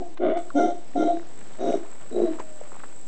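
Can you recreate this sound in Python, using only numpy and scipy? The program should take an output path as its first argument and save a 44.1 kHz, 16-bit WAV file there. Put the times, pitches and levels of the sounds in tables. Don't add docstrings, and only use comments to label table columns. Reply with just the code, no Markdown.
import sys
import numpy as np
from scipy import signal
from scipy.fft import rfft, irfft
from scipy.io import wavfile
from scipy.ndimage import uniform_filter1d

SR = 44100
rng = np.random.default_rng(int(sys.argv[2]) if len(sys.argv) > 2 else 0)


def volts(x):
    e = np.asarray(x, float) / 20
    return 10 ** e


def digitize_waveform(pressure):
    field = np.atleast_2d(pressure).T
    bounded = np.clip(field, -1, 1)
    quanta = np.round(bounded * 32767).astype(np.int16)
    wavfile.write(sys.argv[1], SR, quanta)


N = 135387


def rms_one(x):
    return x / np.sqrt(np.mean(x ** 2) + 1e-20)


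def even(x):
    power = uniform_filter1d(x * x, size=int(0.025 * SR))
    return rms_one(x / (power + 1e-9) ** 0.25)


def in_time(rows):
    s, *columns = np.transpose(rows)
    return [np.interp(np.arange(N) / SR, s, c) for c in columns]


def drift(rate_hz, size=N):
    r = np.exp(-2 * np.pi * rate_hz / SR)
    wander = signal.lfilter([1], [1, -2 * r, r * r], rng.standard_normal(size + 9000))
    return rms_one(wander[9000:])


def peak(x, hz, wide_hz):
    r = np.exp(-np.pi * wide_hz / SR)
    poles = [1, -2 * r * np.cos(2 * np.pi * hz / SR), r * r]
    return signal.lfilter([(1 - r * r) / 2, 0, (r * r - 1) / 2], poles, x + 1e-18)


def peak_twice(x, hz, wide_hz, skirt_hz):
    return peak(peak(x, hz, wide_hz), hz, skirt_hz)


def resonances(x, rows):
    return sum(volts(db) * rms_one(peak_twice(x, hz, wide, 2 * wide)) for hz, wide, db in rows)


def cut(x, hz, kind, order=2):
    return signal.sosfilt(signal.butter(order, hz, kind, fs=SR, output="sos"), x)


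def phase(hz):
    return 2 * np.pi / SR * np.cumsum(hz)


def pulses(hz):
    return np.diff(np.floor(np.cumsum(hz) / SR), prepend=0.)


def vocal_folds(pulse_hz, loose, noise):
    clicks = pulses(pulse_hz * np.exp(0.4 * loose * drift(60, size=len(loose))))
    alternate = (-1) ** np.cumsum(clicks)
    return rms_one(clicks * (1 + loose * (0.6 * noise[0] + alternate))) + loose * noise[1]


def throat_and_sac(source, throat_hz, sac_hz):
    upper_hz = 1.32 * throat_hz
    low = peak_twice(source, throat_hz, 100, 320)
    low = low + volts(-2) * peak_twice(source, 250, 47, 260)
    low = low - volts(-3) * peak_twice(source, upper_hz, 70, 140)
    high = peak_twice(source, sac_hz, 100, 260) - volts(-2.5) * peak_twice(source, 545, 81, 200)
    return [cut(cut(v, 210, "high", order=4), 1.12 * sac_hz, "low", order=6) for v in (low, high)]


def overtones(source, base_hz):
    n = len(source)
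    ring = phase(base_hz + 9 * drift(30, size=n))
    out = 0
    for k, db in ((2, 3), (3, -8)):
        tone = volts(2.25 * drift(13, size=n)) * np.sin(k * ring)
        hiss = rms_one(peak_twice(source, k * base_hz, 73, 150))
        out = out + volts(db) * (tone + volts(-10) * hiss)
    return out


def bark(effort, voice, colour, ending, tones):
    # (frequency [Hz], width [Hz], level [dB])
    breath_peaks = [(5510, 180, -2.5), (5760, 180, 4), (6040, 200, 2), (6410, 220, -2.5)]
    # (frequency [Hz], width [Hz], level [dB])
    rasp_peaks = [(1167, 420, 0.2), (2050, 240, -4), (2730, 610, -8.5), (3480, 82, -8.5)]
    # (frequency [Hz], width [Hz], level [dB])
    nasal_peaks = [(2870, 80, -14.5), (3180, 60, -0.5), (3570, 54, -0.5), (3696, 100, -2)]
    pulse_hz, rough, clean_s, throat_hz, sac_hz = voice
    sac_db, over_db, throat_db, breath_db, squeak_db = colour
    pure_s, grate_db, over_hz, squeak_hz, squeak_fade_s = ending
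    tone_s, throat_tone, sac_tone = np.transpose(tones)
    s, level_db, mouth_db = np.transpose(effort)
    first, n = int(s[0] * SR), int((s[-1] - s[0]) * SR)
    t = np.arange(n) / SR
    clock = t + s[0]
    level = volts(np.interp(clock, s, level_db))
    mouth = np.minimum(volts(np.interp(clock, s, mouth_db)), 0.97)

    loose = rough * np.clip(t / clean_s - 1, 0.1, 1)
    noise = rng.standard_normal((2, n))
    source = vocal_folds(pulse_hz, loose, noise)
    low, high = throat_and_sac(source, throat_hz, sac_hz)

    rasp = np.where(t > t[np.argmax(level)], (level / level.max()) ** 0.9, 1)
    rasp = rasp * (1 - 0.7 * (1 + np.tanh((t - pure_s) / 0.01)) / 2)
    throat_sing = np.sin(phase(np.interp(clock, tone_s, throat_tone) + 4.5 * drift(30, size=n)))
    sac_sing = np.sin(phase(np.interp(clock, tone_s, sac_tone) + 9 * drift(35, size=n)))
    low = even(rasp * rms_one(low) + volts(throat_db + 5 + 4.5 * drift(22.3, size=n)) * throat_sing)
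    high = even(rasp * rms_one(high) + volts(sac_db + 6 + 4.5 * drift(24, size=n)) * sac_sing)
    skirts = rasp * sum(volts(-31) * rms_one(peak(source, hz, hz / 8.2)) for hz in (152, 994))

    over = overtones(source, over_hz)
    grate = even(resonances(source + noise[0], rasp_peaks))
    breath = rms_one(resonances(noise[1], breath_peaks))
    nasal = resonances(noise[1], nasal_peaks)
    squeak = even(peak_twice(noise[0], squeak_hz, 90, 90))

    swell = np.clip(t / 0.056, 0, 1)
    soft = level ** 0.65 * level.max() ** 0.31
    soft = soft * np.clip(t / 0.041, 0, 1) * np.clip((t[-1] - t) / 0.051, 0, 1)
    held = level.max() * np.clip((t - 0.018) / 0.012, 0, 1) * np.exp(-(t / squeak_fade_s) ** 4)
    voiced = np.sqrt(1 - mouth ** 2) * low + mouth * high + skirts
    voiced = voiced + swell * (volts(over_db) * rasp * over + volts(grate_db) * grate)
    airy = volts(breath_db) * rasp ** 0.4 * breath + volts(over_db - 15) * rasp ** 0.3 * nasal
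    out = np.zeros(N)
    out[first:first + n] = level * voiced + soft * airy
    out[first:first + n] += volts(squeak_db + 3 * drift(40, size=n)) * held * squeak
    return out


def howler_monkey():
    # (time [s], level [dB], mouth opening as upper-resonance level [dB])
    efforts = [[(0.004, -27, -20.5), (0.036, -40.5, 5.5), (0.148, -50, -19), (0.165, -64.5, -3.5)], [(0.185, -52, -11.5), (0.203, -26, -6.5), (0.229, -20.5, -4),
                                (0.321, -20.5, -3.5), (0.346, -25.5, 4.5), (0.37, -21.5, -3.5),
                                (0.428, -42, 2.5), (0.49, -47.5, -7.5)], [(0.538, -52, -5), (0.556, -20.5, -5.5), (0.595, -18.5, -2),
                                                (0.66, -22, -5), (0.715, -26, 2), (0.735, -39.5, -4),
                                                (0.748, -30, -8.5), (0.8, -47.5, -7.5), (0.87, -57, -6)],
               [(0.944, -52, -3), (0.958, -25, -2.5), (1.003, -21, -9.5), (1.035, -19.5, -2),
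                (1.06, -21.5, -12), (1.082, -18.5, -0.5), (1.13, -27, -0.5), (1.17, -29, -6.5),
                (1.27, -57, -8)], [(1.575, -48, -1), (1.609, -31, -2), (1.707, -22, -5), (1.727, -27, 5.5),
                                (1.745, -23, -3), (1.797, -33, -16), (1.863, -53, -5.5), (1.89, -82, -15)], [(2.095, -90, -20), (2.117, -34.5, -13), (2.189, -23, -4.5),
                                                (2.251, -21, -18), (2.273, -29.5, 5.5), (2.299, -25, -15),
                                                (2.347, -36, -15), (2.385, -39.5, -1)]]
    # (pulse rate [Hz], roughness [0-1], clean onset [s], throat [Hz], sac [Hz])
    voices = [(181, 0.7, 0.0012, 290, 705), (128.34, .7, .02, 312, 670), (285.6, .75, 0.027, 313, 692),
              (140.3, .5, 0.011, 332, 686), (122.5, .45, .01, 323, 670), (118.6, .28, 0.0087, 348, 663)]
    # (sac tone [dB], its overtones [dB], throat tone [dB], breath [dB], squeak [dB])
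    colours = [(-11, -32.5, -4, -39.5, -58), (-7, -26.5, -3.5, -34.5, -49.5),
               (-3.5, -19.5, -3.5, -32, -48.5), (-5, -22.5, 0, -36, -38.5), (-10, -32, -13.5, -30.5, -31),
               (-10, -39, -2, -47, -36)]
    # (turns pure after [s], rasp [dB], overtone base [Hz], squeak [Hz], squeak fade [s])
    endings = [(0.033, -44, 700, 3850, .2), (0.14, -19, 700, 3850, .2), (.19, -30.5, 693, 3900, .2),
               (0.1, -33.5, 688, 3880, 0.24), (.2, -26, 708, 3790, .19), (0.16, -50.5, 680, 3890, .22)]
    # (time [s], throat [Hz], sac [Hz])
    tones = [
        [(0.004, 366.5, 735), (0.062, 349, 671), (0.08, 350, 719), (0.106, 321, 710), (0.122, 324, 682.5),
         (0.16, 325, 719.3)],
        [(0.19, 330.9, 619.8), (0.254, 367.4, 666.8), (0.282, 307.8, 616.4), (0.37, 353.7, 688.4),
         (0.382, 326, 698), (0.49, 358, 710)],
        [(0.54, 280.7, 676.3), (0.568, 291.4, 724), (0.588, 310, 682), (0.666, 317, 711), (0.702, 350.7, 698.9),
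         (0.87, 343, 696)],
        [(0.945, 310, 734.5), (0.961, 278.5, 720), (0.993, 303, 681.8), (1.211, 341.5, 686.7),
         (1.231, 340, 661.2), (1.27, 277, 680)],
        [(1.58, 346.2, 626.5), (1.64, 315, 702.7), (1.718, 378, 651.5), (1.74, 325.6, 662), (1.85, 345.3, 645),
         (1.89, 298, 669.3)],
        [(2.1, 365, 616.7), (2.15, 360.7, 650.4), (2.282, 346.8, 648), (2.3, 315, 617), (2.33, 313, 685),
         (2.385, 321, 642)],
    ]
    return sum(bark(*row) for row in zip(efforts, voices, colours, endings, tones))


def canopy(x):
    t = np.arange(SR // 2) / SR
    tail = rng.standard_normal(len(t)) * volts(-60 * t / 0.41)
    return volts(-11.5) * signal.fftconvolve(x, tail / np.sqrt(np.sum(tail ** 2)))[:N]


def cicada():
    # (time [s], level [dB])
    loudness = [(0, -61.5), (.4, -55.5), (.8, -58), (1.2, -58.5), (1.42, -54), (1.62, -57), (1.9, -53.5),
                (2.2, -55.5), (2.6, -53.5), (3.07, -53)]
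    # (time [s], dip [dB])
    rests = [(.5, -3), (.855, -7.5), (1.257, -8.5), (1.635, -6.5), (1.99, -1.5), (2.66, -4.5)]
    rest_s, fade = 0.02, 0.984
    t = np.arange(N) / SR
    rate = 182 * (1 + 0.027 * drift(11))
    throb_db = 5 * np.sin(phase(rate / 3))
    clicks = pulses(rate) * volts(throb_db + 2.5 * rng.standard_normal(N))
    gate = signal.lfilter([1], [1, -2 * fade, fade ** 2], clicks)
    chorus = volts(-7) * rng.standard_normal(N)
    song = rms_one(gate) * rng.standard_normal(N) + chorus
    song = peak(sum(peak(song, hz, 450) for hz in (7580, 7936)), 7980, 1100)
    dips = 0
    for s, db in rests:
        side_s = np.where(t < s, 1.5 * rest_s, rest_s / 2)
        dips = dips + db * np.exp(-((t - s) / side_s) ** 2)
    return volts(in_time(loudness)[0] + dips + drift(11)) * rms_one(song)


def handling():
    # (time [s], peak [dB], low edge [Hz], high edge [Hz], length [s])
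    taps = [(.173, -34.5, 400, 2000, 0.0095), (.173, -44, 2400, 4200, .009),
            (0.339, -49, 4400, 8050, 0.00086), (0.37, -43.5, 900, 7000, 0.0017),
            (.502, -28.5, 1080, 1450, 0.004), (.502, -46.5, 2500, 4600, .002),
            (0.935, -46, 1200, 2600, 0.0021), (1.17, -35, 650, 1600, 0.00089),
            (1.196, -35, 1000, 2170, 0.0014), (1.228, -45, 1200, 1700, .002),
            (1.412, -37, 300, 2310, 0.0076), (1.534, -46, 2970, 4400, 0.0025),
            (1.699, -39, 2020, 3000, .002), (1.727, -37, 1620, 4000, 0.0032),
            (1.85, -38.5, 710, 1150, 0.0034), (2.387, -32, 890, 1500, 0.00088),
            (2.395, -32, 1100, 2450, 0.00033), (2.3985, -27, 680, 1070, 0.003),
            (2.397, -27, 110, 464, 0.0082), (2.4, -33.5, 500, 2280, 0.021),
            (2.394, -44.5, 2500, 7560, 0.014), (2.612, -29.5, 480, 833, 0.0026),
            (2.719, -31.5, 545, 1460, 0.0009), (2.723, -35.5, 200, 497, 0.0034),
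            (2.753, -37, 600, 1100, 0.001), (2.766, -36, 597, 1270, 0.00089), (2.795, -40, 700, 2800, .004),
            (2.802, -33, 600, 1580, .001), (2.8355, -30, 690, 1980, .001), (2.839, -29.5, 500, 1900, .004),
            (2.884, -38.5, 600, 7500, .0005), (2.905, -49, 1000, 7000, .0005),
            (2.926, -45, 700, 2280, 0.003)]
    # (time [s], level [dB])
    rubbing = [(0, -86), (1.3, -61), (1.55, -50), (1.9, -52), (2.1, -54.5), (2.33, -47.5), (2.45, -61),
               (2.75, -51), (2.85, -54), (3.07, -66.5)]
    out, t = np.zeros(N + SR), np.arange(SR // 20) / SR
    for s, db, low_hz, high_hz, length in taps:
        strike = np.where(t == 0, volts(14), rng.standard_normal(len(t)))
        burst = strike * np.exp(-(t / length) ** 2)
        body = cut(burst, [low_hz, high_hz], "band", order=3)
        start = int(s * SR)
        out[start:start + len(t)] += volts(db) * (body / np.abs(body).max() + volts(-22) * burst)
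    struck = rng.random(N) < 1800 * volts(4 * drift(20)) / SR
    grains = struck * rng.standard_normal(N) * volts(rng.exponential(1, N))
    rub = rms_one(cut(cut(grains, 1500, "low"), 120, "high"))
    return out[:N] + volts(in_time(rubbing)[0]) * rub


def hoot():
    # (time [s], pitch [Hz], level [dB])
    call = [
        (2.421, 630, -49),
        (2.71, 591, -56.5),
        (2.754, 590, -62),
        (2.76, 630.3, -71),
    ]
    before = (call[0][0] - 0.03, call[0][1], -99)
    after = (call[-1][0] + 0.021, call[-1][1], -99)
    hz, db = in_time([before] + list(call) + [after])
    return np.sqrt(2) * volts(db + 1.5 * drift(18)) * np.sin(phase(hz))


def hush():
    # (frequency [Hz], density [dB per Hz])
    spectrum = [(40, -29), (70, -21), (150, -14.5), (318, -9.5), (395, -13.5), (491, -12.5), (842, -18),
                (1120, -24), (7000, -34.5), (9100, -83)]
    hz, db = np.transpose(spectrum)
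    f = np.maximum(np.fft.rfftfreq(N, 1 / SR), 1)
    shape = volts(np.interp(np.log(f), np.log(hz), db)) * np.minimum(f / 60, 1) ** 2
    noise = irfft(rfft(rng.standard_normal(N)) * shape, N)
    return volts(-51.5 + drift(1.6)) * rms_one(noise)


def finger(air):
    t = np.arange(N) / SR
    covered = uniform_filter1d(((t > 0.149) & (t < 0.372)) * 1., size=60)
    return (1 - covered) * air + covered * volts(-2) * cut(air, 3400, "low", order=4)


def scene():
    monkey = howler_monkey()
    air = monkey + canopy(monkey) + hoot() + cicada() + hush()
    return (finger(air) + handling())[None]


def band_limit(x):
    return signal.sosfilt(signal.butter(12, 8740, fs=SR, output="sos"), x)


def record(dry):
    x = dry + volts(-64) * rng.standard_normal(dry.shape)
    low_pass = signal.cheby2(14, 70, 9450, fs=SR, output="sos")
    mix = signal.sosfilt(low_pass, x) - 0.0507
    return band_limit(mix)


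dry = scene()
out = record(dry)
digitize_waveform(out)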